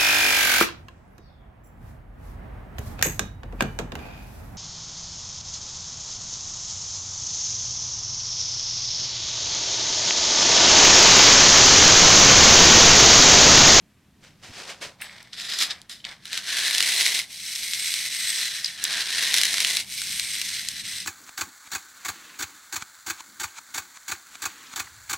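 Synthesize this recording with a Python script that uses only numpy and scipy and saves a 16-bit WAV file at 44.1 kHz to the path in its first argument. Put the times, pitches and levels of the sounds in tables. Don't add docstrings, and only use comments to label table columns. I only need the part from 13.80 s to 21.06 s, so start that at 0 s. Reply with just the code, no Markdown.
import sys
import numpy as np
from scipy import signal
from scipy.fft import rfft, irfft, next_fast_len
from scipy.io import wavfile
from scipy.ndimage import map_coordinates

SR = 44100
rng = np.random.default_rng(int(sys.argv[2]) if len(sys.argv) > 2 else 0)


def to_wav(s):
    ch = np.atleast_2d(s).T
    pcm = np.round(np.clip(ch, -1, 1) * 32767)
    wavfile.write(sys.argv[1], SR, pcm.astype(np.int16))


N = 320166
TIME = np.arange(N) / SR


def amp(db):
    return 10 ** (np.asarray(db) / 20)


def unit(x):
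    return x / np.sqrt(np.mean(x ** 2) + 1e-20)


def along(points, hz):
    freqs, values = np.transpose(points)
    return np.interp(np.log(hz + 1), np.log(freqs + 1), values)


def curve(points):
    return np.interp(TIME, *np.transpose(points))


def wobble(rate_hz):
    knots = rng.standard_normal(int(N * rate_hz / SR) + 4)
    return map_coordinates(knots, [TIME * rate_hz], order=1)


def filtered(x, response):
    size = next_fast_len(N + SR // 4)
    return irfft(rfft(x, size) * response(np.fft.rfftfreq(size, 1 / SR)), size)[..., :N]


def causal(db_of, size=2048):
    cepstrum = irfft(np.log(amp(db_of(np.fft.rfftfreq(size, 1 / SR))) + 1e-6))
    cepstrum[1:size // 2] *= 2
    cepstrum[size // 2 + 1:] = 0
    return irfft(np.exp(rfft(cepstrum)))


def coloured(x, spectrum):
    return unit(signal.fftconvolve(x, causal(lambda hz: along(spectrum, hz)))[:N])


def resonance(hz, centre_hz, width_hz):
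    return 1j * hz * width_hz / (centre_hz ** 2 - hz ** 2 + 1j * hz * width_hz)


def treble_shelf(x, gain_db):
    treble = filtered(x, lambda hz: 1 / (1 + (6500 / (hz + 1)) ** 4))
    return x + (amp(gain_db) - 1) * treble


def add(track, start_s, sound):
    start = round(start_s * SR)
    track[start:start + len(sound)] += sound[:N - start]


def swell(hold_start_s, level_db, rise_s, hold_s, fall_s):
    early_s = np.maximum(hold_start_s - TIME, 0)
    late_s = np.maximum(TIME - hold_start_s - hold_s, 0)
    return amp(np.maximum(level_db - 20 * (early_s / rise_s + late_s / fall_s), -200))


def swells(rows):
    return np.max([swell(*row) for row in rows], axis=0)


def grit(rate_hz, spread_db, clump_db):
    hits = rng.random(N) < rate_hz / SR
    sizes = amp(spread_db * np.clip(rng.standard_normal(N), -2.5, 2.5))
    clumps = amp(clump_db * (wobble(700) + 0.57 * wobble(110)))
    return unit(hits * sizes * rng.choice([-1, 1], N) * clumps)


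# freq_hz, density_db
AIR_SPECTRUM = [(12, -56), (20, -22), (32, -22), (45, -3), (60, -3.5), (138, 0.5), (163, 0), (193, 1.5),
                (446, -20.5), (1570, -25.5), (1860, -23.5), (14700, -39), (16000, -54)]
# time_s, level_db
RUMBLE_LEVELS = [(0, -58.5), (4.8, -59), (6.2, -53.5), (7.26, -54)]
def air():
    noise = coloured(rng.standard_normal(N), AIR_SPECTRUM)
    rumble = filtered(noise, lambda hz: 1 / (1 + (hz / 350) ** 4))
    return amp(curve(RUMBLE_LEVELS) - 2) * rumble + amp(-55) * (noise - rumble)


# freq_hz, t60_s
ROOM_DECAY = [(200, 0.21), (800, 0.64), (2000, 0.2), (6000, 0.1), (14000, 0.22)]
def room_echo(x, count=16):
    hz, t, noise = signal.stft(rng.standard_normal((count, SR // 3)), SR, nperseg=256)
    decay = amp(-60 * t / along(ROOM_DECAY, hz)[:, None])
    tails = signal.istft(noise * decay, SR, nperseg=256)[1]
    track, predelay = np.zeros(N + SR), SR // 300
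    for part, tail in zip(np.array_split(np.arange(N), count), tails):
        echo = signal.fftconvolve(x[part], tail / np.linalg.norm(tail))
        track[part[0] + predelay:][:len(echo)] += echo
    return track[:N]


# freq_hz, side_db
STEREO_WIDTH = [(40, -32), (130, -17.5), (500, -15), (1200, -19.5), (2000, -27), (4000, -11.5), (8000, -8),
                (12000, -6)]
def stereo_spread(x, size=256):
    frames = signal.stft(np.pad(x, (size // 4, 0)), nperseg=size)[2]
    phases = np.exp(2j * np.pi * rng.random(frames.shape))
    diffuse = signal.istft(frames * phases, nperseg=size)[1][:N]
    side = filtered(diffuse, lambda hz: amp(along(STEREO_WIDTH, hz) + 3.5))
    side += filtered(x, lambda hz: 0.07 * (hz / 12000) ** 2)
    return np.array([x + side, x - side])


# hold_start_s, level_db, rise_s, hold_s, fall_s
SHEET_SHOVES = [(0.442, -51, 0.042, 0.012, .12), (0.635, -43.5, 0.024, 0.022, 0.17),
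                (0.785, -38.5, 0.15, 0.015, 0.24), (0.895, -36, 0.095, 0.013, 0.071),
                (1.02, -33, 0.015, 0.018, 0.076)]
# freq_hz, density_db
SHEET_SPECTRUM = [(120, -43), (200, -11.5), (538, -1.5), (867, -5), (1740, -2), (1870, -1.5), (2380, -1.5),
                  (5330, -4), (8580, -13), (16000, -35)]
# hold_start_s, level_db, rise_s, hold_s, fall_s
HAND_BUMPS = [(0.41, -60, .1, .24, .15), (0.698, -44, 0.018, .005, .04), (0.76, -59, .05, .05, .04),
              (1.05, -51, .03, .02, 0.1)]
# freq_hz, density_db
HAND_SPECTRUM = [(25, -7), (60, -5), (150, 1), (300, -9), (700, -41)]
def sheet():
    friction = grit(rate_hz=20000, spread_db=2.5, clump_db=2)
    swish = swells(SHEET_SHOVES) * coloured(friction, SHEET_SPECTRUM)
    bumps = swells(HAND_BUMPS) * coloured(rng.standard_normal(N), HAND_SPECTRUM)
    return swish + amp(-1) * bumps


# hold_start_s, level_db, rise_s, hold_s, fall_s
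ROLLER_RUNS = [(1.212, -40.5, .02, .025, 0.22), (1.3, -46, .06, 0.071, .19),
               (1.87, -41.5, .12, 0.053, 0.12), (2.253, -39.5, 0.021, 0.043, 0.093),
               (5.1, -37, 0.037, 0.035, 0.18)]
# freq_hz, density_db
ROLLER_SPECTRUM = [(450, -13), (680, -5.5), (1200, -6.5), (1450, -6), (1700, 0.5), (2200, 1.5), (2700, -7),
                   (3500, -1), (4300, -4.5), (5300, -6), (7200, -17.5), (8200, -13), (10500, -25),
                   (16000, -34)]
def roller():
    grains = grit(rate_hz=18000, spread_db=3, clump_db=3)
    return swells(ROLLER_RUNS) * coloured(grains, ROLLER_SPECTRUM)


# start_s, level_db, ring_hz, t60_s
GUIDE_CLICKS = [(1.2035, -35, 1980, .05), (1.219, -22.5, 2090, 0.049), (1.295, -30.5, 2170, .02),
                (1.4285, -31.5, 10100, 0.004), (1.532, -22, 4100, 0.0098), (2.0168, -27.5, 6500, 0.0032),
                (2.096, -26.5, 5500, 0.0067), (2.202, -38, 3070, .04), (2.2431, -24.5, 3170, 0.016),
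                (2.2505, -15.5, 3170, 0.0075), (4.845, -9, 5030, 0.016), (4.859, -14.5, 4960, 0.029),
                (5.0402, -6.5, 9700, 0.0064), (5.052, -12.5, 3900, 0.0091)]
def guide_clicks():
    track, t = np.zeros(N), np.arange(SR // 3) / SR
    for start_s, level_db, ring_hz, t60_s in GUIDE_CLICKS:
        tonality = np.clip(t60_s / 0.011, 0.1, 1) ** 2
        focus_db = 2 + 12 * tonality
        colour = causal(lambda hz: along(PULL_SPECTRUM, hz) - focus_db * np.log2((hz + 1) / ring_hz) ** 2)
        crack = unit(signal.fftconvolve(rng.standard_normal(len(t)), colour)[:len(t)])
        click = (tonality * np.sin(2 * np.pi * ring_hz * t) + 0.86 * crack) * amp(-60 * t / t60_s)
        add(track, start_s, amp(level_db) * click / np.abs(click).max())
    return track


# start_s, level_db
GUIDE_LANDING = [(1.215, -26)]
# pitch_hz, level_db, t60_s
GUIDE_MODES = [(5270, -16, 0.17), (7850, -8, 0.3), (8995, 3, 0.11), (11050, -9, 0.23), (12650, -12, .11),
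               (13440, -12, .15), (14480, -11, .12)]
def guide_ding():
    track, t = np.zeros(N), np.arange(SR // 3) / SR
    for start_s, level_db in GUIDE_LANDING:
        blur = 0.052 * rng.standard_normal((len(GUIDE_MODES), len(t))).cumsum(axis=1)
        ring = sum(amp(mode_db - 60 * t / t60_s) * np.sin(2 * np.pi * pitch_hz * t + phase)
                   for (pitch_hz, mode_db, t60_s), phase in zip(GUIDE_MODES, blur))
        contact = 0.8 * rng.standard_normal(len(t)) * amp(-60 * t / 0.07)
        add(track, start_s, amp(level_db - 11) * (ring + contact))
    return track


def guide():
    highpass = signal.butter(3, 1400, "highpass", fs=SR, output="sos")
    return signal.sosfilt(highpass, guide_clicks() + guide_ding())


# freq_hz, density_db
BENCH_SPECTRUM = [(60, -21), (150, -9.5), (300, 0.5), (420, 1), (560, -3.5), (680, 5), (850, 0), (1100, 5),
                  (1600, -6), (3000, -34)]
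def bench_thrum(impacts):
    return coloured(impacts, BENCH_SPECTRUM)


# pitch_hz, width_hz, gain_db
BLADE_MODES = [(3450, 35, -2.5), (4020, 120, -2), (5500, 210, -5.5), (6120, 120, -5), (7940, 74, -5),
               (8250, 176, 4.5), (8970, 40, 7), (11280, 75, 3.5), (11900, 220, -5), (12730, 100, -5),
               (15500, 120, -4)]
def blade(x, ring_db, shimmer_db):
    modes = np.zeros(N)
    for pitch_hz, width_hz, gain_db in BLADE_MODES:
        gain = amp(gain_db + shimmer_db * wobble(7.9))
        modes += gain * filtered(x, lambda hz: resonance(hz, pitch_hz, width_hz))
    return unit(x + amp(ring_db) * modes)


def edge_resonance(x, centre_hz, boost_db, width_hz=250):
    highpass = signal.butter(4, 0.74 * centre_hz, "highpass", fs=SR, output="sos")
    thinned = signal.sosfilt(highpass, x)
    return unit(filtered(thinned, lambda hz: 1 + amp(boost_db) * resonance(hz, centre_hz, width_hz)))


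def gliding_resonance(x, centre_hz, count=7):
    steps_hz = np.linspace(centre_hz.min(), centre_hz.max(), count)
    return unit(sum(np.interp(centre_hz, steps_hz, share) * edge_resonance(x, step_hz, boost_db=4)
                    for step_hz, share in zip(steps_hz, np.eye(count))))


# hold_start_s, level_db, rise_s, hold_s, fall_s, treble_db
EDGE_SCRATCHES = [(1.532, -39, 0.01, 0.0088, .1, -14), (1.59, -34, 0.062, 0.078, 0.11, -4),
                  (1.698, -28.5, .05, 0.041, .12, -8), (1.81, -21, 0.054, 0.025, 0.047, -1),
                  (1.908, -27.5, 0.022, 0.007, 0.028, -22), (2.097, -38.5, .005, 0.023, 0.096, 0)]
# pitch_hz, width_hz, gain_db
PECK_MODES = [(1160, 240, 8.5), (1960, 90, -12), (3650, 720, 1), (4970, 410, 5.5), (7200, 580, -1),
              (11600, 2000, -6)]
def scratches():
    grains = grit(rate_hz=10000, spread_db=2.5, clump_db=2)
    edge = blade(coloured(grains, PUSH_SPECTRUM), ring_db=-12, shimmer_db=2)
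    edge = edge_resonance(edge, centre_hz=1850, boost_db=3)
    peck = filtered(edge, lambda hz: 1 + sum(amp(gain_db) * resonance(hz, pitch_hz, width_hz)
                                             for pitch_hz, width_hz, gain_db in PECK_MODES))
    gains = np.array([swell(*row[:-1]) for row in EDGE_SCRATCHES])
    treble_db = np.transpose(EDGE_SCRATCHES)[-1] @ gains / gains.sum(axis=0)
    return gains.max(axis=0) * (amp(-4) * treble_shelf(peck, treble_db) + amp(-23) * bench_thrum(grains))


def snap_spectrum_db(hz, colour_hz):
    tilt_db = 12 * np.log2(colour_hz / 4300) * np.log2((hz + 1) / 4300).clip(-1, 1)
    bass_cut_db = 10 * np.log10(1e-6 + hz ** 6 / (hz ** 6 + 1400 ** 6))
    return along(PUSH_SPECTRUM, hz) + tilt_db + bass_cut_db


# start_s, level_db, colour_hz
GRAIN_SNAPS = [(1.6, -17.5, 3580), (1.7005, -16.5, 3980), (1.7887, -10.5, 4740), (1.9063, -21.5, 3770),
               (2.4554, -20.5, 4030), (2.5308, -11.5, 3770), (2.576, -9.5, 3720), (2.9494, -5.5, 3960),
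               (2.9821, -3.5, 4050), (3.0053, -2.5, 3450), (3.0265, -4, 4400), (3.2098, -3.5, 3420),
               (3.2637, -3, 3450), (3.392, -8, 3800), (3.7594, -11.5, 3940), (3.9349, -7, 4000),
               (4.14, -7.5, 4260), (5.2071, -10, 3330), (5.383, -15, 3700), (5.436, -12, 4050),
               (5.5417, -0.5, 4000), (5.5648, -6, 6200), (5.5838, -1, 4120), (5.6145, -2.5, 3950),
               (5.6349, -0.5, 4050), (5.6536, -4.5, 3940), (5.7417, -4.5, 4200), (5.782, -7.5, 3300),
               (5.8042, -1.5, 4330), (5.8478, -2.5, 3600), (5.9697, -4.5, 3800), (6.2181, -9.5, 4030),
               (6.3969, -6, 4200), (6.6155, -7.5, 4040), (6.8868, -6, 5350)]
def snaps():
    track, t = np.zeros(N), np.arange(1024) / SR
    for start_s, level_db, colour_hz in GRAIN_SNAPS:
        spike = causal(lambda hz: snap_spectrum_db(hz, colour_hz))
        splinters = 0.14 * rng.standard_normal(len(t)) * amp(-60 * t / 0.013)
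        snap = signal.fftconvolve(spike, splinters - (t == 0))
        add(track, start_s, amp(level_db + 0.2) * snap / np.abs(snap).max())
    return track


def crackle(rate_hz, size_db):
    return (rng.random(N) < rate_hz / SR) * -amp(size_db) * rng.uniform(0.92, 1, N)


def stroke(start_s, length_s, level_db, fastest_frac, start_sag_db, end_sag_db):
    done = np.clip((TIME - start_s) / length_s, 0, 1)
    crest = np.clip(fastest_frac, 0.05, 0.95)
    speeding_db = start_sag_db * (1 - done / crest) ** 2
    slowing_db = end_sag_db * ((done - crest) / (1 - crest)) ** 2
    sag_db = np.where(done < crest, speeding_db, slowing_db)
    return swell(start_s, level_db, rise_s=0.06, hold_s=length_s, fall_s=0.057) * amp(-sag_db)


# start_s, length_s, level_db, fastest_frac, start_sag_db, end_sag_db
PUSH_STROKES = [(2.455, .05, -39, .3, 6, -1), (2.526, 0.06, -30, 0.55, 3.5, 0.5),
                (2.6, 0.069, -34, 0.8, 13, 0), (2.68, 0.72, -21.5, 0.74, 5, 4),
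                (4.995, 0.23, -25.5, 0.77, 8, -0.5), (5.26, 0.74, -22.5, 0.35, 5.5, 4.5)]
PULL_STROKES = [(3.521, 0.76, -27.5, 1, 11, 1.1), (4.301, 0.65, -27.5, 0.34, 2, 10.6),
                (6.098, 0.907, -30, .28, 6, 4), (7.054, 0.18, -31.5, .6, 1.2, 2.5)]
# freq_hz, density_db
PUSH_SPECTRUM = [(600, -33), (1000, -18), (1400, -8.5), (1900, -4), (2700, -2.5), (3650, 1), (4030, 3),
                 (4500, -1), (6000, -3), (7300, -7), (8400, -6.5), (10500, -9), (13500, -19.5),
                 (16000, -25.5)]
PULL_SPECTRUM = [(600, -40), (1100, -13.5), (1500, -6), (1900, -3.5), (2700, -2), (4000, 2), (5000, -0.5),
                 (6200, -3), (7300, -6.5), (8500, -5.5), (10500, -10), (12000, -12.5), (13500, -19.5),
                 (16000, -24)]
# time_s, reach_frac (0 near, 1 far)
GUIDE_REACH = [(2.55, .02), (2.8, 0.24), (3.2, 0.91), (3.5, 0.85), (4.15, 0.74), (4.7, 0.25), (5.12, .05),
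               (5.6, 0.67), (6.05, 1), (6.8, 0.44), (7.25, 0.45)]
def scrape():
    near_hz, reach_rise_hz, push_drop_hz = 1754, 520, 147
    push_treble_db, pull_treble_db, reach_treble_db = -6.5, -4, 8
    push = np.max([stroke(*row) for row in PUSH_STROKES], axis=0)
    pull = np.max([stroke(*row) for row in PULL_STROKES], axis=0)
    reach = curve(GUIDE_REACH)
    effort = np.hypot(push, pull)
    push_share = (push / effort) ** 2
    coarse = grit(rate_hz=10000, spread_db=4.5, clump_db=2)
    fine = grit(rate_hz=13000, spread_db=4, clump_db=2)
    dig = coloured(coarse + crackle(rate_hz=50, size_db=20.5), PUSH_SPECTRUM)
    dig = blade(dig, ring_db=-7, shimmer_db=2)
    drag = coloured(fine + crackle(rate_hz=36, size_db=14), PULL_SPECTRUM)
    drag = blade(drag, ring_db=0.5, shimmer_db=4)
    centre_hz = near_hz + reach_rise_hz * reach - push_drop_hz * push_share
    edge = gliding_resonance((push * dig + pull * drag) / effort, centre_hz)
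    treble_db = push_treble_db * push_share + pull_treble_db * (1 - push_share) + reach_treble_db * reach
    thrum = (amp(-24) * push + amp(-30.5) * pull) * bench_thrum(coarse)
    hand_pressure = amp(-0.5 + 1.2 * wobble(16))
    return hand_pressure * (effort * treble_shelf(edge, treble_db) + thrum)


def scene():
    work = sheet() + roller() + scratches() + scrape() + snaps() + guide()
    return stereo_spread(work + amp(-13) * room_echo(work) + air())


def record(dry):
    top_hz = 15850
    return filtered(np.clip(dry, -1, 1), lambda hz: hz < top_hz)


dry = scene()
out = record(dry)
to_wav(out)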